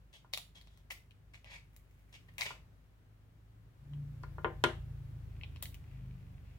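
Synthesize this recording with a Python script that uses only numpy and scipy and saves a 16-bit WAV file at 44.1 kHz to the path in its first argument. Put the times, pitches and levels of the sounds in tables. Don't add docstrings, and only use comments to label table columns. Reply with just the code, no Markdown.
import sys
import numpy as np
from scipy import signal
from scipy.fft import rfft, irfft
from scipy.io import wavfile
from scipy.ndimage import uniform_filter1d

SR = 44100
rng = np.random.default_rng(int(sys.argv[2]) if len(sys.argv) > 2 else 0)


def put_to_file(sound):
    columns = np.atleast_2d(sound).T
    safe = np.clip(columns, -1, 1)
    whole_steps = np.round(safe * 32767)
    wavfile.write(sys.argv[1], SR, whole_steps.astype(np.int16))


N = 290191
TIME = np.arange(N) / SR
FILTER_SIZE = 4096
FREQS = np.maximum(np.arange(FILTER_SIZE // 2 + 1) * SR / FILTER_SIZE, 1)
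TOP_HZ = 16100


# s [s], shaft_rate_hz [Hz]
SHAFT_RATE = [(0, 25.31), (.5, 25.34), (1.4, 25.85), (2.1, 24.72), (3.2, 26.3), (3.7, 27.42), (3.95, 28.8),
              (4.45, 28.88), (5.2, 27.3), (5.7, 26), (6.05, 25.71), (6.58, 24.65)]
# s [s], load_db [dB above idling]
ENGINE_LOAD = [(0, -2), (1.9, -1), (2.5, 4.5), (2.9, -1), (3.74, 0.5), (3.93, 8.5), (4.4, 13), (5.4, 11.5),
               (5.85, 10), (6.58, 8)]
# multiple [of the shaft rate], idle_db [dB], growth [dB per dB of load],
# swell_share [fraction of the swells]
ENGINE_ORDERS = [(2, -63.5, 0.74, 0.15), (3, -71, 1.41, 0), (4, -67.5, 0.99, 0.11), (5, -74, 1.566, 0.87),
                 (6, -79, 0.37, 0.065), (7, -89.5, 1.35, 0.74), (8, -99.5, 1, 0), (9, -89, 0.85, 0.69),
                 (10, -87, 0.49, 0.69), (11, -91.5, 1.18, 0)]
# centre_hz [Hz], half_width_hz [Hz], boom_db [dB]
ROOM_BOOMS = [(108.6, 2.9, 5), (176.6, 3.1, 11)]
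# [dB, scaled by each order's share]
HUM_SWELLS = [(3.972, .15, 19.5), (6.068, 0.2, 13)]
# hz [Hz], level_db [dB]
RUMBLE_SPECTRUM = [(15, -20.5), (30, -6.5), (48, 8.5), (70, -2.5), (110, 3), (170, -2), (250, -29),
                   (400, -21), (1000, -79.5)]
# hz [Hz], level_db [dB]
HISS_SPECTRUM = [(30, -6), (150, 9), (250, 8), (400, 3.5), (800, -1), (1600, -3), (3000, -9), (5000, -15.5),
                 (9000, -19.5), (16000, -17)]
RUMBLE_IDLE_DB = -65
HISS_BASE_DB, HISS_PER_CURVE_DB = -71.5, 0.48

# hz [Hz], correlation [-1 to 1]
CHANNEL_LIKENESS = [(100, 0.79), (250, 0.54), (500, 0.51), (1000, -0.031), (2300, -0.018), (4000, -0.11),
                    (7000, 0.084), (16000, 0)]
# hz [Hz], level_db [dB]
WALL_RETURN = [(100, -5.5), (8000, -0.5), (16000, 0)]
ROOM_T60_S, ROOM_TREBLE_T60_S, SCATTER_S = 0.26, 0.28, 0.004
# s [s], right_lag_s [s, delay of the right capsule], room_db [dB]
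SHELL_PLACE = [(2.7, 0.00019, 3.5), (5.3, 0.000075, 2.5)]

# start_s [s], length_s [s], level_db [dB],
# ring_hz [Hz], treble_slope [dB per octave]
CRUNCHES = [(0.125, 0.049, -59.5, 3300, -3.5), (0.326, 0.029, -53, 3300, 3), (0.358, 0.051, -59.5, 3060, 2),
            (0.547, 0.041, -59, 3330, -5), (0.609, 0.22, -77, 3340, -2), (0.901, 0.024, -45.5, 2130, -0.5),
            (1.334, 0.025, -57, 2300, -5), (1.447, 0.1, -58.5, 2360, -16), (1.497, 0.073, -53, 2280, -7.5),
            (2.122, 0.047, -57, 2869, -5), (2.284, .01, -59, 2130, -29), (2.379, 0.039, -44, 2360, 0),
            (2.408, 0.0315, -42, 2400, 0), (2.453, .017, -38, 2600, -9), (2.483, 0.04, -51, 2520, -6.5),
            (5.623, 0.015, -47, 3600, 6), (5.86, 0.15, -74.5, 2380, -26.5), (6.428, .15, -75, 2517, -12)]
# hz [Hz], level_db [dB]
SHELL_SPECTRUM = [(100, -30), (430, -6.5), (660, 3), (1000, 1), (1550, -4.5), (2000, 5.5), (2800, 0.5),
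                  (3500, 1.5), (5000, -1.5), (7000, -2), (10000, -5.5), (16000, -8)]
SHELL_WIDTH_HZ = 480
CRUNCH_UPPER_DB, CRUNCH_PAN_DB = -1, 3

# [Hz, treble corner of the contact]
KNOCKS = [(0.2461, -54, 720, 1130), (2.506, -37.5, 670, 1208), (4.2364, -40, 400, 1930),
          (4.383, -38, 370, 1580), (4.4456, -22.5, 306, 2431), (4.452, -23.5, 297, 990),
          (4.6395, -13.5, 135, 10940), (4.6425, -28, 171, 3023), (4.663, -29.5, 204, 428)]
# hz [Hz], level_db [dB], t60_s [s]
TABLE_MODES = [(138, 4.5, 0.2), (243, -5.5, 0.24), (339.6, 6, 0.21), (382.5, 2.5, 0.19), (528, -5, 0.21),
               (623, -7.5, 0.29), (773, -11.5, 0.32), (980, 13, 0.04), (1032, -0.5, 0.22),
               (1320, -19, 0.08), (1415, 10, 0.12), (1580, -10, 0.26), (2745, -27.5, 0.62),
               (3130, -2.5, 0.124)]
# hz [Hz], level_db [dB]
THUD_SPECTRUM = [(100, -9.5), (230, -1.5), (290, -15.5), (380, 6), (680, -5), (1150, -0.5), (1750, -0.5),
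                 (2300, -7), (3000, -4), (4200, -15.5), (5500, -23), (9000, -28), (16000, -34)]
TABLE_PAN_DB = 3

# s [s], level_db [dB], ring_hz [Hz], upper_db [dB, of which 0.36 lifts
# the range above 2 kHz over that below 1.2 kHz], treble_slope [dB per octave]
CRACKS = [(0.336, -23.5, 3370, -0.5, 3), (0.375, -30.5, 3780, -9, 3.5), (0.5582, -57, 3280, -12, -9),
          (0.6127, -52, 3850, 21, -2.5), (0.673, -54.5, 3700, -8, -7), (0.7745, -61, 4200, -5, 2),
          (0.9075, -36.5, 3130, 0, -3), (0.9205, -42, 2300, 8, 14), (1.109, -56.5, 2980, 10, -8),
          (1.344, -51, 2440, 0, -10), (1.4448, -51.5, 2930, -14, -5), (1.764, -49, 4430, 3, 8.5),
          (2.3823, -34.5, 2280, 3, 5), (2.4098, -25.5, 4570, 1, -2.5), (2.4185, -27, 2230, -11, -31),
          (3.9347, -55.5, 3200, -8, -20), (4.2337, -52.5, 4260, -10, -5), (5.412, -48.5, 2500, -6, -34),
          (5.435, -42, 2630, -3, -16), (5.561, -45, 3100, 3, -7), (5.6259, -28, 3680, -5, 13),
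          (5.656, -42, 3240, 2, 3), (5.7442, -47.5, 2970, -2, 6.5)]
CRACK_PAN_DB = 9
SECOND_BREAK_S, SECOND_BREAK_DB = 0.0085, -10

# start_s [s], length_s [s], level_db [dB],
# ring_hz [Hz], treble_slope [dB per octave]
STRAINS = [(1.577, 0.94, -85, 2280, 8), (5.301, 1.1, -81.5, 2520, -29.5)]


def undb(db):
    return 10 ** (np.asarray(db) / 20)


def unit(x):
    return x / np.sqrt(np.mean(x ** 2))


def along(points, hz):
    f, value = np.transpose(points)
    return np.interp(np.log(np.maximum(hz, 1)), np.log(f), value)


def response(gain):
    cepstrum = irfft(np.log(gain + 1e-9))
    cepstrum[1:FILTER_SIZE // 2] *= 2
    cepstrum[FILTER_SIZE // 2 + 1:] = 0
    h = irfft(np.exp(rfft(cepstrum)))
    return h / np.linalg.norm(h)


def add(track, s, sound, pan_db):
    i = max(int(s * SR), 0)
    part = sound[:max(N - i, 0)]
    track[:, i:i + len(part)] += undb([pan_db / 2, -pan_db / 2, 0])[:, None] * part


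def walk(rate):
    k = int(SR / rate)
    steps = np.repeat(rng.standard_normal(N // k + 1), k)
    return unit(uniform_filter1d(uniform_filter1d(steps, k), k)[:N])


def diffuse(count, spectrum=None):
    hz = np.arange(count // 2 + 1) * SR / count
    alike = np.clip(along(CHANNEL_LIKENESS, hz), -.99, .99)
    mid, side = rfft(rng.standard_normal((2, count))) * np.sqrt([1 + alike, 1 - alike])
    colour = 1 if spectrum is None else undb(along(spectrum, hz))
    return unit(irfft(np.array([mid + side, mid - side]) * colour, count))


def room(track, lag_s, wet_db, early_db):
    t = np.arange(SR // 2) / SR
    noise = diffuse(len(t))
    low = signal.sosfiltfilt(signal.butter(2, 4500, fs=SR, output="sos"), noise)
    high = noise - low
    tail = low * undb(-60 * t / ROOM_T60_S) + high * undb(-60 * t / ROOM_TREBLE_T60_S)
    paths = rfft(tail * (1 + undb(early_db) * np.exp(-t / SCATTER_S)))
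    paths /= np.sqrt(uniform_filter1d(np.abs(paths) ** 2, size=121, axis=1))
    hz = np.arange(paths.shape[1]) * SR / len(t)
    tail = irfft(paths * undb(along(WALL_RETURN, hz)))[:, :SR // 3]
    direct = np.array([track[0], np.interp(TIME - lag_s, TIME, track[1])])
    return direct + undb(wet_db) * signal.fftconvolve(track[2:], tail, axes=1)[:, :N]


def shell_place():
    s, lag_s, wet_db = np.transpose(SHELL_PLACE)
    return np.interp(TIME, s, lag_s), np.interp(TIME, s, wet_db)


def shell(ring_hz, upper_db, treble_slope, ring_db):
    ring = 1 + undb(ring_db) / np.hypot(1, 2 * (FREQS - ring_hz) / SHELL_WIDTH_HZ)
    upper = upper_db * along([(1200, 0.32), (2000, 0.68)], FREQS)
    treble = treble_slope * np.log2(np.maximum(FREQS / 4500, 1))
    return response(ring * undb(along(SHELL_SPECTRUM, FREQS) + upper + treble))


def fractures(count, rate, spread_db):
    chance = rng.random((count, 3))
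    breaks = chance[:, 0] < rate / SR
    sizes = undb(-spread_db * np.log(np.maximum(chance[:, 1], .03)))
    return breaks * sizes * np.sign(chance[:, 2] - .5)


def engine(load_db):
    shaft_hz = np.interp(TIME, *np.transpose(SHAFT_RATE))
    turn = 2 * np.pi * np.cumsum(shaft_hz) / SR
    swell_db = sum(db * np.exp(-((TIME - s) / length) ** 2) for s, length, db in HUM_SWELLS)
    hum = 0
    for multiple, idle_db, growth, share in ENGINE_ORDERS:
        k = round(multiple)
        boom_db = sum(db / (1 + ((k * shaft_hz - centre) / width) ** 2)
                      for centre, width, db in ROOM_BOOMS)
        level_db = idle_db + growth * load_db + share * swell_db + boom_db + 2.2 * walk(4.015)
        phase = k * turn + 2 * np.pi * rng.random() + 0.3 * walk(13)
        hum = hum + undb(level_db) * np.sqrt(2) * np.sin(phase)
    rumble = undb(RUMBLE_IDLE_DB + load_db) * diffuse(N, RUMBLE_SPECTRUM)
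    return hum * undb([[.4], [-.4]]) + rumble


def recorder_hiss(curve_db):
    level_db = HISS_BASE_DB + HISS_PER_CURVE_DB * curve_db + 0.11 * walk(4.4)
    return undb(level_db) * diffuse(N, HISS_SPECTRUM) * undb([[.7], [-.7]])


def crunches():
    track = np.zeros((3, N))
    for s, length, db, ring_hz, treble_slope in CRUNCHES:
        count = int(length * SR)
        pressure = signal.windows.tukey(count, .25)
        grains = fractures(SR // 4, rate=2000, spread_db=3.4)[:count]
        grains = unit(grains * pressure[:SR // 4])
        body = shell(ring_hz, CRUNCH_UPPER_DB, treble_slope, ring_db=10.5)
        add(track, s, undb(db) * signal.fftconvolve(grains, body), CRUNCH_PAN_DB)
    return undb(-3.5) * room(track, *shell_place(), early_db=3)


def table_ring():
    t = np.arange(SR // 3) / SR
    ring = sum(undb(db - 60 * t / t60) * np.sin(2 * np.pi * (hz * t + rng.random()))
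               for hz, db, t60 in TABLE_MODES)
    return ring / np.linalg.norm(ring)


def knocks():
    thuds, rings = np.zeros((2, 3, N))
    thud = response(undb(along(THUD_SPECTRUM, FREQS)))
    for s, db, low_hz, contact_hz in KNOCKS:
        softness = np.hypot(1, (FREQS / contact_hz) ** 4)
        lightness = np.hypot(1, (low_hz / FREQS) ** 3)
        contact = response(1 / softness / lightness + undb(-41))
        blow = signal.fftconvolve(thud, contact)
        force = undb(db) / np.linalg.norm(blow)
        add(thuds, s, force * blow, 0)
        add(rings, s, force * signal.fftconvolve(table_ring(), contact), 0)
    heard = room(thuds, lag_s=0.00025, wet_db=3.5, early_db=14.5) + undb(-1.0) * rings[:2]
    return undb(16.0) * heard * undb([[TABLE_PAN_DB / 2], [-TABLE_PAN_DB / 2]])


def snap(splinter_db, decay_s, rate):
    t = np.arange(FILTER_SIZE // 4) / SR
    spray = fractures(len(t), rate, spread_db=0.96) * np.exp(-t / decay_s)
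    push = undb(splinter_db) * spray / np.linalg.norm(spray)
    push[0] += 1
    return push / np.linalg.norm(push)


def cracks():
    track = np.zeros((3, N))
    for s, db, ring_hz, upper_db, treble_slope in CRACKS:
        ring_db = 17 + 0.64 * (db + 39) - 0.49 * treble_slope
        body = shell(ring_hz, upper_db, treble_slope, ring_db)
        for late_s, drop_db in (0, 0), (SECOND_BREAK_S, SECOND_BREAK_DB):
            push = snap(splinter_db=3.0, decay_s=0.001, rate=13000)
            crack = undb(db + drop_db) * signal.fftconvolve(push, body)
            add(track, s + late_s, crack, CRACK_PAN_DB)
    return undb(14.0) * room(track, *shell_place(), early_db=10.5)


def creaks():
    track = np.zeros((3, N))
    for s, length, db, ring_hz, treble_slope in STRAINS:
        grains = unit(fractures(N, rate=180, spread_db=5.5))[:int(length * SR)]
        body = shell(ring_hz, CRUNCH_UPPER_DB, treble_slope, ring_db=16)
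        add(track, s, undb(db) * signal.fftconvolve(grains, body), CRUNCH_PAN_DB)
    return room(track, *shell_place(), early_db=-8.5)


def scene():
    load_db = np.interp(TIME, *np.transpose(ENGINE_LOAD))
    background = engine(load_db) + recorder_hiss(load_db)
    return background + crunches() + knocks() + cracks() + creaks()


def record(dry):
    return signal.sosfilt(signal.ellip(10, .2, 70, TOP_HZ, fs=SR, output="sos"), dry)


dry = scene()
out = record(dry)
put_to_file(out)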